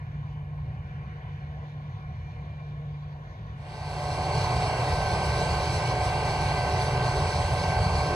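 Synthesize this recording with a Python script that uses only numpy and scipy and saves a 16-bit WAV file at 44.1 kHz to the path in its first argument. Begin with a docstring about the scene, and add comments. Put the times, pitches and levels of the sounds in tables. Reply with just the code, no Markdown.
"""First you hear a combine and a tractor droning far across a field: a low rumble, one engine tone,
a thin roar, a gear whine and a few faint clanks. They fade out as a combine close by swells in.
Its engine firing makes a stack of tones, its hydraulic pump whines and its panels boom. Threshing
roars, and shaking sieves make the rumble and the hiss of chaff pulse.
Left and right differ in level and timing, by an amount that changes with pitch."""
import sys
import numpy as np
from scipy import signal
from scipy.fft import rfft, irfft, next_fast_len
from scipy.io import wavfile
from scipy.ndimage import uniform_filter1d, map_coordinates

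SR = 44100
rng = np.random.default_rng(int(sys.argv[2]) if len(sys.argv) > 2 else 0)


def output_pcm(signal):
    """Save a mono or channel-first signal as 16-bit PCM at the path in sys.argv[1].

    Samples are clipped to [-1, 1] before scaling.
    """
    pcm = np.clip(np.atleast_2d(signal).T, -1, 1) * 32767
    wavfile.write(sys.argv[1], SR, np.round(pcm).astype(np.int16))


N = 359415

# Far sounds carried by moving air. Each row: time in seconds, then tone, rasp, hiss and whine in dB.
FAR_LEVELS = [(0, -37, -55.5, -69.5, -71), (.55, -38.5, -58, -71.5, -77.5), (1.1, -41.5, -52.5, -67.5, -73),
              (1.75, -39.5, -57.5, -67.5, -77), (2.3, -45.5, -55.5, -66.5, -63.5),
              (2.85, -36.5, -58, -69, -70.5), (3.35, -46, -58.5, -66.5, -83), (3.8, -36.5, -52.5, -64, -82)]
# The tone colour of the far noises. Each row: frequency in Hz, relative level in dB.
FAR_RUMBLE_SHAPE = [(22, -26.5), (35, -20.5), (55, -5), (85, -2), (125, -2), (165, -10), (200, -16),
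                    (230, -36.5), (300, -25.5)]
FAR_ROAR_SHAPE = [(200, -9.5), (300, -11), (450, -11), (740, -7.5), (830, -12), (1080, -7.5), (1220, -20.5),
                  (1400, -16), (1900, -16), (2370, -22.5), (2700, -26.5), (3400, -24.5), (4800, -35),
                  (6800, -40)]
# Ringing in the far roar. Each row: pitch in Hz, width in Hz, level in dB compared with the roar.
FAR_RINGING = [(470.6, 20, -13), (745, 30, -9.5), (1085, 19, -13.5), (1530, 34, -18), (1718, 44, -16),
               (1866, 50, -19.5), (2188, 39, -20), (2376, 120, -17), (2820, 50, -27.5), (2975, 40, -24),
               (3660, 200, -26), (4270, 170, -30)]
# Faint far clanks. Each row: start in seconds, level in dB, pitch in Hz.
FAR_CLANKS = [(2.151, -66, 3800), (2.68, -66, 4200), (3.021, -60, 4000), (3.117, -63, 4200)]
# The near engine's speed. Each row: time in seconds, firings per second.
FIRING_RATE = [(3.5, 146.2), (5.4, 146.2), (5.8, 147.4), (6.5, 146.2), (7.5, 146.8), (8.15, 147.2)]
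# Tones of the near engine and its pump. Each row: multiple of the firing rate, level in dB.
ENGINE_TONES = [(1, -37.5), (3, -48), (4, -42.5), (5, -36.5), (6, -42), (7, -44.5), (8, -54), (9, -57),
                (21, -62.5)]
PUMP_TONES = [(5.3, -46), (10.6, -46)]
# Ringing panels and ducts. Each row: pitch in Hz, width in Hz, level in dB.
PANEL_RINGING = [(87.4, 8, -37), (122.9, 7, -35.5), (388.2, 4.5, -48.5), (426.6, 11, -50.5),
                 (642, 8.7, -52), (701, 12, -59), (1083, 9.8, -49), (1528, 24, -59), (1917, 50, -62),
                 (2018, 23.6, -55), (2263, 83, -47), (2365, 160, -49), (2660, 25, -70), (2706, 19, -57),
                 (2843, 13, -58), (4306, 60, -56.5)]
# The tone colour of the near noises. Each row: frequency in Hz, relative level in dB.
NEAR_RUMBLE_SHAPE = [(22, -38), (35, -10), (50, -3), (70, 3), (105, 1.5), (135, -4), (175, -5),
                     (225, -26.5), (300, -34)]
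THRESHING_SHAPE = [(200, -17.5), (310, -12.5), (420, -6), (520, -7.5), (760, -2.5), (850, -6.5), (1050, -8),
                   (1220, -16), (1420, -23), (1520, -11.5), (1650, -16.5), (2000, -16.5), (2500, -19.5),
                   (3400, -21)]
CHAFF_SHAPE = [(2600, -14.5), (3500, -10), (4100, -1.5), (4650, -0.5), (4900, -7.5), (5300, -6),
               (7000, -15.5), (8200, -10), (8800, -17.5), (10000, -17), (11000, -23.5), (12000, -52),
               (13300, -24), (13900, -50)]
# How the two sides differ. Each row: frequency in Hz, left over right in dB, likeness from 0 to 1.
FAR_STEREO = [(60, 0, .99), (170, -.3, 1), (300, 2.5, .9), (1000, 5, .93), (1250, -.6, .83), (1500, -1, .7),
              (2200, -1, .87), (3000, .2, .7), (3600, -.7, .5), (5500, -3, .55), (7000, -.6, .55)]
NEAR_STEREO = [(60, -.6, .996), (500, -.2, .985), (1000, -2.7, .96), (1400, -2.3, .88), (1750, .4, .8),
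               (2000, 4.7, .7), (2450, 3.1, .75), (2800, -2.1, .8), (4200, -.4, .92), (5500, -4.1, .55),
               (7000, -3.8, .6), (8500, -2.2, .6), (9900, 0, .97), (14000, 0, .97)]
# How far the left side runs ahead. Each row: frequency in Hz, phase lead in radians.
FAR_LEFT_LEAD = [(0, 0), (170, .15), (300, .8), (800, .8), (7240, 21.5)]
NEAR_LEFT_LEAD = [(0, 0), (1330, -.7), (1560, .6), (1950, 5.2), (2600, 4.6), (3000, 10.3), (3700, 13.2),
                  (5200, 14), (5850, 18.6), (6550, 18.9), (7150, 15.8), (8400, 18.8), (8700, 20.9),
                  (9400, 20.6), (9750, 18.85)]

FADE_START_S, FADE_END_S = 3.548, 4.455
FAR_RUMBLE_DB, FAR_ROAR_DB = -38.5, -52
FAR_FIRING_HZ, FAR_WHINE_HZ = 146.9, 2368
RUMBLE_DB, THRESHING_DB, CHAFF_DB = -30, -31.5, -41.5  # the near combine, once faded in
SIEVE_HZ = 7.8
FAINT_HISS_DB, TOP_HZ = -80, 14900


def amp(db):
    """Turn decibels into a number to multiply by."""
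    return 10 ** (np.asarray(db) / 20)


def unit(x):
    """Scale a signal to an average (rms) level of 1."""
    return x / np.sqrt(np.mean(x ** 2) + 1e-20)


def over_pitch(table, hz):
    """Read a table's columns at these frequencies, on a log scale."""
    row_hz, *columns = np.transpose(table)
    return [np.interp(np.log(hz + 1), np.log(row_hz + 1), column) for column in columns]


def over_time(table):
    """Join a table's rows with straight lines, giving one value per sample."""
    seconds, *columns = np.transpose(table)
    return [np.interp(np.arange(N) / SR, seconds, column) for column in columns]


def wobble(rate):
    """A curve that slides to a new random value `rate` times a second."""
    points = rng.standard_normal(int(N * rate / SR) + 4)
    return map_coordinates(points, [np.arange(N) * rate / SR], order=1)


def filtered(x, response):
    """Multiply each frequency in x by response(hz)."""
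    size = next_fast_len(N + 8192)
    return irfft(rfft(x, size) * response(np.fft.rfftfreq(size, 1 / SR)), size)[..., :N]


def rush(shape, patchy_db, end_hz):
    """Two rushing noises that share random louder and softer patches."""
    spectra = signal.stft(rng.standard_normal((2, N)), nperseg=512)[2]
    patches = uniform_filter1d(rng.standard_normal(spectra.shape[1:]), size=5, axis=0)
    patches = uniform_filter1d(patches, size=14, axis=1)
    pair = signal.istft(spectra * amp(patchy_db * unit(patches)), nperseg=512)[1][:, :N]
    edges = lambda hz: (hz > shape[0][0]) / (1 + (hz / end_hz) ** 60)
    return unit(filtered(pair, lambda hz: amp(over_pitch(shape, hz)[0]) * edges(hz)))


def ringing(bands, waver_db):
    """Two noises ringing in narrow bands, each band wavering in level."""
    def peak(pitch, width):
        return lambda hz: np.sqrt(SR / (width * np.pi / 2)) / (1 + (2 * (hz - pitch) / width) ** 2)
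    return sum(amp(db + waver_db * wobble(1.49)) * filtered(rng.standard_normal((2, N)), peak(hz, width))
               for hz, width, db in bands)


def tones(hz, multiples, waver_db, drift):
    """Tones at multiples of a pulse rate; air and shaking make their level and phase waver."""
    phase = 2 * np.pi * np.cumsum(hz) / SR
    tone = sum(amp(db + waver_db * wobble(5)) * np.cos(multiple * phase + drift * wobble(4))
               for multiple, db in multiples)
    return np.sqrt(2) * tone * [[1], [0]]  # only in the signal both sides share


def stereo(pair, table, lead):
    """Both sides share signal one; signal two sets them apart. They also differ in level and timing."""
    def side(sign):
        def response(hz):
            tilt_db, likeness = over_pitch(table, hz)
            spread = np.arccos(np.clip(likeness, 0, 1)) / 2
            delay = np.exp(.5j * sign * np.interp(hz, *np.transpose(lead)))
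            return amp(sign * tilt_db / 2) * delay * [np.cos(spread), sign * np.sin(spread)]
        return filtered(pair, response).sum(axis=0)
    return np.array([side(0.85), side(-1.141)])


def far_clanks(decay_s=.12, rise_s=.006):
    """Each blow is a soft burst of noise around its pitch."""
    out, t = np.zeros((2, N + SR)), np.arange(SR // 10) / SR
    for start, db, hz in FAR_CLANKS:
        band = signal.butter(4, [hz / 1.2, hz * 1.2], "bandpass", fs=SR, output="sos")
        burst = unit(signal.sosfilt(band, rng.standard_normal((2, len(t)))))
        envelope = amp(db - 60 * t / decay_s) * (1 - np.exp(-t / rise_s))
        out[:, round(start * SR):][:, :len(t)] += envelope * burst
    return out[:, :N]


def far_roar(rasp_db, hiss_db):
    """A thin roar: its low part holds while moving air shifts the threshing rasp and the hiss."""
    roar = rush(FAR_ROAR_SHAPE, patchy_db=1.8, end_hz=7000) + ringing(FAR_RINGING, waver_db=1.3)
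    low, high = filtered(roar, lambda hz: hz < 1250), filtered(roar, lambda hz: hz > 3150)
    rasp = amp(rasp_db) * unit(roar - low - high)
    hiss = amp(hiss_db + 1.3 * wobble(16)) * unit(high)
    return amp(FAR_ROAR_DB) * unit(low) + rasp + hiss


def far_machines():
    """Distance leaves mostly the bass and the lowest engine tone."""
    tone_db, rasp_db, hiss_db, whine_db = over_time(FAR_LEVELS)
    roar = far_roar(rasp_db, hiss_db)
    rumble = amp(FAR_RUMBLE_DB + 1.3 * wobble(4)) * rush(FAR_RUMBLE_SHAPE, patchy_db=0.7, end_hz=284)
    engine = amp(tone_db) * tones(np.full(N, FAR_FIRING_HZ), [(1, 0)], waver_db=.8, drift=.25)
    gears = amp(whine_db) * tones(np.full(N, FAR_WHINE_HZ), [(1, 0)], waver_db=3, drift=4)
    return roar + rumble + engine + gears + far_clanks()


def chaff_hiss(shake):
    """Chaff hisses, fluttering as the sieves shake."""
    flutter = amp(.7 * shake + 1.3 * wobble(16))
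    return amp(CHAFF_DB) * flutter * rush(CHAFF_SHAPE, patchy_db=1.5, end_hz=13900)


def threshing_roar(firing_hz):
    """Threshing roars, throbbing slightly each time the engine fires."""
    throb = 1 + 0.039 * np.cos(2 * np.pi * np.cumsum(firing_hz) / SR)
    level = amp(THRESHING_DB + 0.29 * wobble(6.4))
    return level * throb * rush(THRESHING_SHAPE, patchy_db=1.1, end_hz=3364)


def near_rumble(shake):
    """A deep rumble that pulses as the sieves shake."""
    level = amp(RUMBLE_DB + 1.04 * shake + 1.24 * wobble(5))
    return level * rush(NEAR_RUMBLE_SHAPE, patchy_db=0.5, end_hz=305)


def near_combine():
    """The engine and the pump geared to it hum over ringing panels and the noise of the work."""
    firing_hz = over_time(FIRING_RATE)[0]
    shake = np.sin(2 * np.pi * SIEVE_HZ * np.arange(N) / SR + 1.45 * wobble(3))
    engine = tones(firing_hz, ENGINE_TONES, waver_db=1.6, drift=.35)
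    pump = tones(firing_hz, PUMP_TONES, waver_db=3.5, drift=1.6)
    panels = ringing(PANEL_RINGING, waver_db=1.5)
    return engine + pump + panels + near_rumble(shake) + threshing_roar(firing_hz) + chaff_hiss(shake)


def scene():
    """The far machines fade out as the near combine fades in."""
    fade = np.interp(np.arange(N) / SR, [FADE_START_S, FADE_END_S], [0, 1])
    far = stereo(far_machines(), FAR_STEREO, FAR_LEFT_LEAD)
    near = stereo(near_combine(), NEAR_STEREO, NEAR_LEFT_LEAD)
    return (1 - fade) * far + fade * near


def record(dry):
    """Faint hiss is added; the deepest bass and highest treble are cut."""
    hiss = amp(FAINT_HISS_DB) * rng.standard_normal((2, N))
    bass_cut = lambda hz: 1 / np.sqrt(1 + (33 / (hz + 1)) ** 8)  # falls away below about 33 Hz
    return filtered(dry + hiss, lambda hz: bass_cut(hz) * (hz < TOP_HZ))


dry = scene()
out = record(dry)
output_pcm(out)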